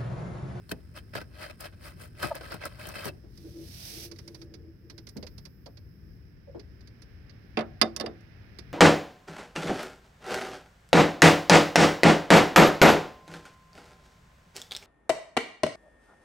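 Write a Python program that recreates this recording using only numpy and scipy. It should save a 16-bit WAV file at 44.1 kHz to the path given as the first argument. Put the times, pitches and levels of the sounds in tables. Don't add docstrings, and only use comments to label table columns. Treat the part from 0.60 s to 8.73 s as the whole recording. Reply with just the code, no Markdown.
import sys
import numpy as np
from scipy import signal
from scipy.io import wavfile
from scipy.ndimage import uniform_filter1d

SR = 44100
rng = np.random.default_rng(int(sys.argv[2]) if len(sys.argv) > 2 else 0)


def persist_wave(psi):
    counts = np.round(np.clip(psi, -1, 1) * 32767).astype(np.int16)
    wavfile.write(sys.argv[1], SR, np.atleast_2d(counts).T)


N = 358533

# (lowest f/Hz, highest f/Hz)
BANDS = [(110, 900), (900, 7000), (7000, 17000)]
# (f/Hz, left level/dB, right level/dB)
SCRAPE_COLOUR = [(146, 8.5, -17), (318, -1, 2), (433, -5.5, -5), (565, -1.5, 1), (833, -8.5, -10),
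                 (1260, -5.5, -8), (1740, -10.5, -7.5), (3100, -15.5, -18), (3900, -21, -12),
                 (4450, -11, -17.5), (5160, -25.5, -11), (7000, -25.5, -30.5), (8330, -20.5, -31.5),
                 (15700, -22.5, -30.5)]
TIME = np.arange(N) / SR
RING_TIME = TIME[:SR // 3]


def amp(db):
    return 10 ** (np.asarray(db) / 20)


def evened(x):
    return x / np.sqrt(np.mean(x ** 2) + 1e-20)


def packed(x):
    return evened(x) * np.sqrt(SR / 50 / x.shape[-1])


def add(mix, s, sound):
    part = mix[:, max(round(s * SR), 0):][:, :sound.shape[1]]
    part += sound[:, :part.shape[1]]


def read(points, hz):
    f, *sides = np.transpose(points)
    return np.array([np.interp(np.log(hz + 1), np.log(f + 1), side) for side in sides])


def level(curve):
    s, db = np.transpose(curve)
    return amp(np.interp(TIME, s, db, left=-120, right=-120))


def band(x, edges, order=3):
    return signal.sosfilt(signal.butter(order, edges, "band", fs=SR, output="sos"), x)


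def coloured(x, points, peaks=(), size=4096):
    hz = abs(np.fft.fftfreq(size, 1 / SR))
    lifts = sum(lift / (1 + (2 * (hz - f) / width) ** 2) for f, width, lift in peaks)
    db = read(points, hz) + lifts
    response = np.exp(np.conj(signal.hilbert(np.log(amp(db)))))
    taps = np.fft.ifft(response).real[:, :size // 2]
    return signal.oaconvolve(x, taps, axes=1)[:, :x.shape[1]]


def resonate(x, hz, width):
    return signal.lfilter(*signal.iirpeak(hz, hz / width, SR), x)


def pair(length, same):
    a, b = rng.standard_normal((2, length))
    same = np.clip(same, -1, 1)
    return np.array([a, same * a + np.sqrt(1 - same ** 2) * b])


def drift(seconds):
    width = max(int(seconds * SR), 2)
    once = uniform_filter1d(rng.standard_normal(N), width)
    return evened(uniform_filter1d(once, width))


def stroke(s, hold, attack, release):
    fallen = np.maximum((s - TIME) / attack, (TIME - s - hold) / release)
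    return np.exp(-np.clip(fallen, 0, 20))


def fading_noise(t, same, rise, t60):
    return pair(len(t), same) * (1 - np.exp(-t / rise)) * np.exp(-np.log(1000) * t / t60)


def blow(levels_db, ring_hz, colour, t60s, rises, same, ring_width, ring_db):
    out = 0
    for edges, db, t60, rise, alike in zip(BANDS, levels_db, t60s, rises, same):
        scatter = fading_noise(RING_TIME, alike, rise, t60)
        scatter = scatter + amp(ring_db) * resonate(scatter, ring_hz, ring_width)
        out = out + amp(db) * packed(band(coloured(scatter, colour), edges))
    return out


def crackle(pitches, slips_per_s, same):
    t, out = RING_TIME[:SR // 100], 0
    busy = drift(.02)
    for hz in pitches:
        at = np.flatnonzero(rng.random(N) < slips_per_s / len(pitches) / SR)
        sign = rng.choice([-1, 1], len(at))
        size = np.minimum(rng.exponential(1, len(at)), 3)
        busy_here = busy[at - rng.integers(N)]
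        slips = np.zeros(N)
        slips[at] = sign * amp(2.5 * size + 3 * busy_here)
        echoes = pair(len(t), same) * np.exp(-t / .0013)
        grain = evened(echoes + 3 * resonate(echoes, hz, hz / 5))
        out = out + signal.oaconvolve(slips[None], grain, axes=1)[:, :N]
    return evened(out)


def scrape(slips_per_s=1700, body_db=-2.0, treble_db=-2, same=0.35, low_hz=330):
    # (f/Hz, width/Hz, lift/dB)
    jaw_peaks = [(602.3, 39, 6), (1281, 27, 9), (1604, 147, 8), (1996, 71, 8.5), (2595, 114, 10),
                 (3110, 54, 13), (4160, 47, 11), (4720, 57, 10.5), (5220, 50, 9), (8830, 300, 7)]
    # (t/s, hold/s, level/dB before body_db, treble against that level/dB before treble_db, edge/s)
    pulls = [(0.1, .018, -65, 14.5, .002), (0.1172, 0.0017, -29, -10, 0.0029),
             (0.365, 0.015, -43, -9.5, 0.0092), (0.537, .012, -43.5, -14, .002),
             (0.556, 0.028, -39.5, -11, 0.0067), (0.603, 0.014, -46, -10, 0.012),
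             (0.821, 0.014, -39, -11.5, 0.035), (0.899, .012, -44.5, -12, 0.0016),
             (1.002, 0.03, -46.5, -5.5, 0.0054), (1.048, 0.0077, -38, -10, .012),
             (1.128, 0.014, -58.5, -17, .008), (1.251, 0.029, -44.5, -6.5, .025),
             (1.414, 0.025, -48, -3.5, 0.023), (1.6, 0.033, -42, -9, 0.015),
             (1.632, 0.011, -29.5, -12.5, 0.0084), (1.643, 0.028, -37, -9, 0.028),
             (1.75, 0.027, -41.5, -12, 0.006), (1.832, .1, -46.5, -10, 0.045),
             (1.917, 0.021, -40.5, -12.5, 0.026), (2.018, 0.024, -40, -17, 0.011),
             (2.051, 0.028, -40, -8.5, 0.0012), (2.083, 0.14, -54.5, -10, 0.012),
             (2.196, .13, -45, -8.5, .007), (2.344, 0.11, -42, -9, 0.0084),
             (2.445, 0.039, -37.5, -6, 0.0061)]
    let_go_s = 0.0026
    grip_until_s, grip_fade_s = 2.58, 0.035
    grip_db, grip_treble_db = -70, -2.5

    drive = crackle(np.geomspace(600, 9000, 16), slips_per_s, same) + .5 * pair(N, same)
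    rub = coloured(drive, SCRAPE_COLOUR, jaw_peaks)
    body = band(rub, (low_hz, BANDS[1][1])) / np.std(band(rub, BANDS[1]))
    treble = evened(band(rub, BANDS[2]))
    force = amp(grip_db) * stroke(0, grip_until_s, grip_fade_s, grip_fade_s)
    bright = amp(grip_treble_db) * force
    for s, hold, db, bright_db, edge in pulls:
        pull = amp(db) * stroke(s, hold, edge, edge + let_go_s)
        force = np.maximum(force, pull)
        bright = np.maximum(bright, amp(bright_db) * pull)
    return amp(body_db) * force * body + amp(treble_db) * bright * treble


def snaps(gain_db=-1):
    # (t/s, level/dB before gain_db, bass and treble against that level/dB, pitch of the contact f/Hz)
    catches = [(0.092, -49.5, -2, -9, 4300), (0.1148, -46, -13, 3, 1770), (0.1173, -56, 11, -12, 1900),
               (0.5512, -36.5, 1.5, -16, 1620), (0.579, -43, 3.5, -26, 1385), (0.613, -48, 2, -19, 1520),
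               (0.897, -50, -2, -20, 2580), (1.006, -51, -16, 7, 5000), (1.627, -32.5, -6, -9.5, 1620),
               (1.6388, -42.5, 12.5, -13, 1290), (1.752, -53.5, 7, 8, 1620), (1.809, -48, 4, -31, 1540),
               (1.919, -40, -6, -13, 1380), (1.942, -54, 15, 4, 1420), (2.054, -38, 0.5, -5, 1320),
               (2.269, -51.5, 7, 3.5, 2730), (2.288, -55, 9.5, 8.5, 5800), (2.361, -48, 3, -11, 2100),
               (2.4543, -49, 13.5, 6.5, 5740), (2.487, -44.5, 5, -16, 2640)]
    t60s, rises_s, same = (.07, .04, .025), (.0012, .0006, .0004), (.8, .3, .2)
    out = np.zeros((2, N))
    for s, db, bass_db, treble_db, ring_hz in catches:
        levels_db = (db + bass_db, db, db + treble_db)
        catch = blow(levels_db, ring_hz, SCRAPE_COLOUR, t60s, rises_s, same, ring_width=60, ring_db=19.0)
        add(out, s, catch)
    return amp(gain_db) * out


def squeak(overtones=((1, 0), (1.45, -8), (2, -15), (2.7, -25)), sag_per_s=6):
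    # (t/s, lowest tone's peak level on the left/dB, its mid-slip pitch f/Hz, time from peak to 1/e/s)
    slips = [(1.7076, -34.5, 630, 0.0026), (1.718, -22.5, 628, 0.0051), (1.727, -35, 585, 0.0065)]
    out = np.zeros(N)
    for s, db, hz, length in slips:
        t = TIME - s
        turns = hz * (t - sag_per_s * t ** 2 / 2)
        tone = sum(amp(part_db) * np.cos(2 * np.pi * ratio * turns) for ratio, part_db in overtones)
        out += amp(db) * tone * np.exp(-(t / length) ** 2)
    return amp([[0], [-1]]) * out


def brush(gain_db=1, rough_db=0.8, low_hz=1700):
    # (f/Hz, left level/dB, right level/dB)
    skin_colour = [(656, 4.5, 10.5), (1060, -11, -20), (2220, -15, -7), (3170, -15, -7), (5270, -15, 0.5),
                   (6000, -15, -1.5), (6950, -18.5, -17), (9000, -10.5, -15.5), (13100, -10.5, -10),
                   (15800, -11.5, -22)]
    # (t at full speed/s, hold/s, level/dB before gain_db, swell/s)
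    slides = [(2.76, 0.14, -73.5, 0.024), (3.258, 0.2, -44.5, .16), (3.533, 0.31, -69.5, .02)]
    slip_off_s = 0.016
    hiss = evened(band(coloured(pair(N, 0), skin_colour), (low_hz, BANDS[2][1]), order=2))
    speed = sum(amp(db) * stroke(s, hold, swell, slip_off_s) for s, hold, db, swell in slides)
    return amp(gain_db + rough_db * drift(0.0044)) * speed * hiss


def ticks(ring_db=2, rise_s=0.0029, ring_width_hz=600, detune=0.028):
    # (f/Hz, left level/dB, right level/dB)
    part_colour = [(203, -2.5, -1), (483, -5.5, -3.5), (780, -25, -12), (1220, -13.5, -8), (1600, -6, -8.5),
                   (2070, -13, 0.5), (3060, -20, -7.5), (3470, -17, -4), (4410, -16, 0.5), (5800, -25, -2),
                   (5710, -24, -0.5), (7660, -24.5, -23.5), (10200, -19.5, -23.5), (15600, -38, -29)]
    # (t/s, level/dB, treble against that level/dB)
    contacts = [(2.7737, -59, 0), (3.513, -48, -7), (3.559, -59, -9), (3.5858, -50.5, -5.5),
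                (3.6759, -49.5, -4.5), (3.745, -49.5, -6.5), (3.8146, -51.5, -11), (3.9381, -51.5, -12),
                (4.298, -49.5, -9), (4.378, -49, -11), (4.468, -50, -8), (4.488, -56, 2),
                (4.567, -50, -3.5), (4.626, -47, -14), (4.666, -48.5, -10), (4.779, -52.5, -5.5),
                (4.852, -49.5, -6.5), (5.059, -52, -12), (5.1701, -55.5, -19), (5.994, -54, -16),
                (6.206, -61.5, -12), (6.2722, -57, -10.5), (6.4187, -56.5, -6), (6.694, -56.5, -25),
                (7.606, -72, 1), (7.9853, -45, -10.5)]
    tick_hz, bass_db = 4970, -4.5
    t60s, rises_s, same = (.11, .055, .045), (.004, rise_s, rise_s / 2), (.8, .1, .1)
    out = np.zeros((2, N))
    for s, db, treble_db in contacts:
        levels_db = (db + bass_db, db, db + treble_db)
        ring_hz = tick_hz * (1 + detune * rng.uniform(-1, 1))
        add(out, s, blow(levels_db, ring_hz, part_colour, t60s, rises_s, same, ring_width_hz, ring_db))
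    return out


def knocks(clatter_db=-2, panel_db=-4, duller_db=-6):
    # (f/Hz, left level/dB, right level/dB)
    knock_colour = [(88, -19, -13.5), (230, -9.5, -9.5), (345, -8.5, -4.5), (520, -14.5, -6.5),
                    (750, -6, -8.5), (960, -38, -10.5), (1250, -10.5, -5), (2050, -9.5, -3),
                    (3100, -11.5, -1.5), (3760, -11.5, -6), (5000, -26, -3), (7900, -30.5, -33.5),
                    (9200, -24.5, -28.5), (15400, -44.5, -46)]
    # (t/s, bass level/dB, middle level/dB, treble level/dB, pitch of the contact f/Hz)
    landings = [(6.971, -22.5, -29.5, -56, 2170), (6.99, -31.5, -36.5, -54, 2680),
                (7.008, -39.5, -40, -60, 1260), (7.214, -20.5, -17.5, -23, 5050),
                (7.363, -44, -41, -34, 5700), (7.3988, -32, -39, -40, 4970), (7.408, -46, -37, -42, 4200),
                (7.4607, -36, -41, -49, 4840)]
    # (f/Hz, relative level/dB, time to fade by 60 dB/s)
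    panel = [(223.5, 4, 0.17), (336.8, -2.5, 0.36), (608.3, -1.5, 0.2), (762, -6.5, 0.094),
             (1095, 4.5, 0.092), (1257, -1, 0.093), (1728, 0, 0.081), (2050, -1, 0.092), (1975, -6, .065),
             (2440, -19, .06), (2840, -2, .05), (3630, -2, 0.11), (3680, -4.5, .035), (4630, -6, 0.029),
             (4670, 8, .04), (5760, -3.5, .04)]
    t60s, rises_s, same = (.15, .045, .035), (.005, .0003, .0002), (.7, .1, .1)

    out, t = np.zeros((2, N)), RING_TIME
    hz, mode_db, mode_t60 = np.transpose(panel)
    sides_db = read(knock_colour, hz)
    sides = amp(sides_db - sides_db.max(0))
    swing = (1 - np.exp(-np.outer(hz, t) / 2)) * np.exp(-np.log(1000) * t / mode_t60[:, None])
    for s, *levels_db, ring_hz in landings:
        reach_db = duller_db * np.maximum(np.log2(hz / ring_hz), 0)
        strike_db = np.where(hz < BANDS[0][1], levels_db[0], levels_db[1])
        force = amp(mode_db + reach_db + strike_db)
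        turns = np.outer(hz, t) + rng.random((len(hz), 1))
        ring = (sides * force) @ (swing * np.sin(2 * np.pi * turns))
        clatter = blow(levels_db, ring_hz, knock_colour, t60s, rises_s, same, ring_width=530, ring_db=6)
        add(out, s, amp(clatter_db) * clatter + amp(panel_db) * ring)
    return out


def thumps():
    # (t/s, level/dB, f/Hz, width/Hz, time for the push to fade by 60 dB/s)
    pushes = [(0.117, -34, 181, 257, 0.11), (0.118, -43.5, 606, 248, 0.025), (2.46, -39, 350, 201, 0.18),
              (2.637, -50.5, 297, 200, 0.2), (4.557, -36, 226, 170, 0.22), (4.562, -48, 496, 180, 0.15),
              (4.626, -45, 480, 221, 0.12), (5.061, -47.5, 468, 380, 0.14), (5.872, -45.5, 535, 71, 0.17),
              (5.946, -38, 347, 198, 0.22), (5.944, -51, 606, 284, 0.099), (7.435, -32.5, 394, 231, 0.23)]
    out = np.zeros((2, N))
    for s, db, hz, width, t60 in pushes:
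        push = fading_noise(RING_TIME, 0.53, 0.0023, t60)
        add(out, s, amp(db) * packed(resonate(resonate(push, hz, width), hz, width)))
    return out


def hollow(gain_db=-3):
    # (f/Hz, width/Hz, relative level/dB)
    cavity = [(332.4, 38, -0.5), (442, 46, -9), (575, 34, -17.5), (723, 68, -29.5)]
    # (t/s, hold/s, level/dB before gain_db)
    rubs = [(2.858, 0.0084, -42.5), (2.969, 0.061, -43.5), (3.34, 0.049, -46.5), (3.447, 0.088, -47.5),
            (3.66, 0.433, -50.5), (4.248, 0.16, -54.5)]
    edge_s = .028
    rub = pair(N, 0.83)
    hum = sum(amp(db) * evened(resonate(resonate(rub, hz, width), hz, width)) for hz, width, db in cavity)
    force = sum(amp(db) * stroke(s, hold, edge_s, edge_s) for s, hold, db in rubs)
    return amp(gain_db) * force * evened(hum)


def room(x, t60s=(.45, .22, .18), wet_db=(-17, -28, -29)):
    echo = 0
    for edges, t60, db in zip(BANDS, t60s, wet_db):
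        tail = fading_noise(RING_TIME, 0.24, 0.01, t60)
        echo = echo + amp(db) * band(tail / np.linalg.norm(tail[0]), edges)
    return signal.fftconvolve(x, echo, axes=1)[:, :N]


def garage(rumble_db=-49, swell_db=1):
    # (f/Hz, left level/dB, right level/dB)
    rumble_colour = [(20, -37, -19.5), (30, -16, -20), (55, 1, -7), (100, -2.5, -2), (196, -11.5, -14),
                     (426, -25, -21), (690, -50, -41), (1100, -42, -42.5), (1700, -40, -33.5),
                     (3120, -47.5, -58.5), (4540, -55.5, -47), (5140, -52.5, -29.5), (6570, -61.5, -59.5),
                     (10000, -57, -57.5), (14000, -51.5, -51.5)]
    hiss_colour = [(500, 1.5, 1.5), (1050, -16, -10.5), (1740, -3, -0.5), (2430, -19.5, -4),
                   (3480, -32, -13), (5200, -45, -15.5), (6560, -45.5, -25.5), (7000, -58, -71.5),
                   (10000, -33, -52)]
    # (t/s, level/dB)
    hiss_curve = [(0, -74), (5.2, -74), (5.7, -71.5), (6.5, -64.5), (8.13, -60)]
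    # (t/s, level/dB)
    sizzle_curve = [(3.9, -91), (4.6, -71.5), (5.55, -80.5), (5.75, -100)]
    near_mono = signal.sosfilt(signal.butter(1, 500, fs=SR, output="sos"), pair(N, 0.96))
    apart = signal.sosfilt(signal.butter(1, 500, "high", fs=SR, output="sos"), pair(N, 0.065))
    rumble = evened(coloured(near_mono + apart + 0.075 * pair(N, 0), rumble_colour, size=16384))
    hiss = evened(band(coloured(pair(N, .1), hiss_colour), (600, 15000)))
    sizzle = evened(band(pair(N, 0), (12000, 15000), order=2))
    rumble = amp(rumble_db + swell_db * drift(0.15)) * rumble
    return rumble + level(hiss_curve) * hiss + level(sizzle_curve) * sizzle


def scene():
    handling = scrape() + snaps() + squeak() + brush() + ticks() + knocks() + thumps() + hollow()
    return handling + room(handling) + garage()


def record(dry):
    edge_hz = 16200
    taps = signal.firwin(301, edge_hz, window=("kaiser", 8), fs=SR)
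    return signal.oaconvolve(dry, taps[None], "same", axes=1)


dry = scene()
out = record(dry)
persist_wave(out)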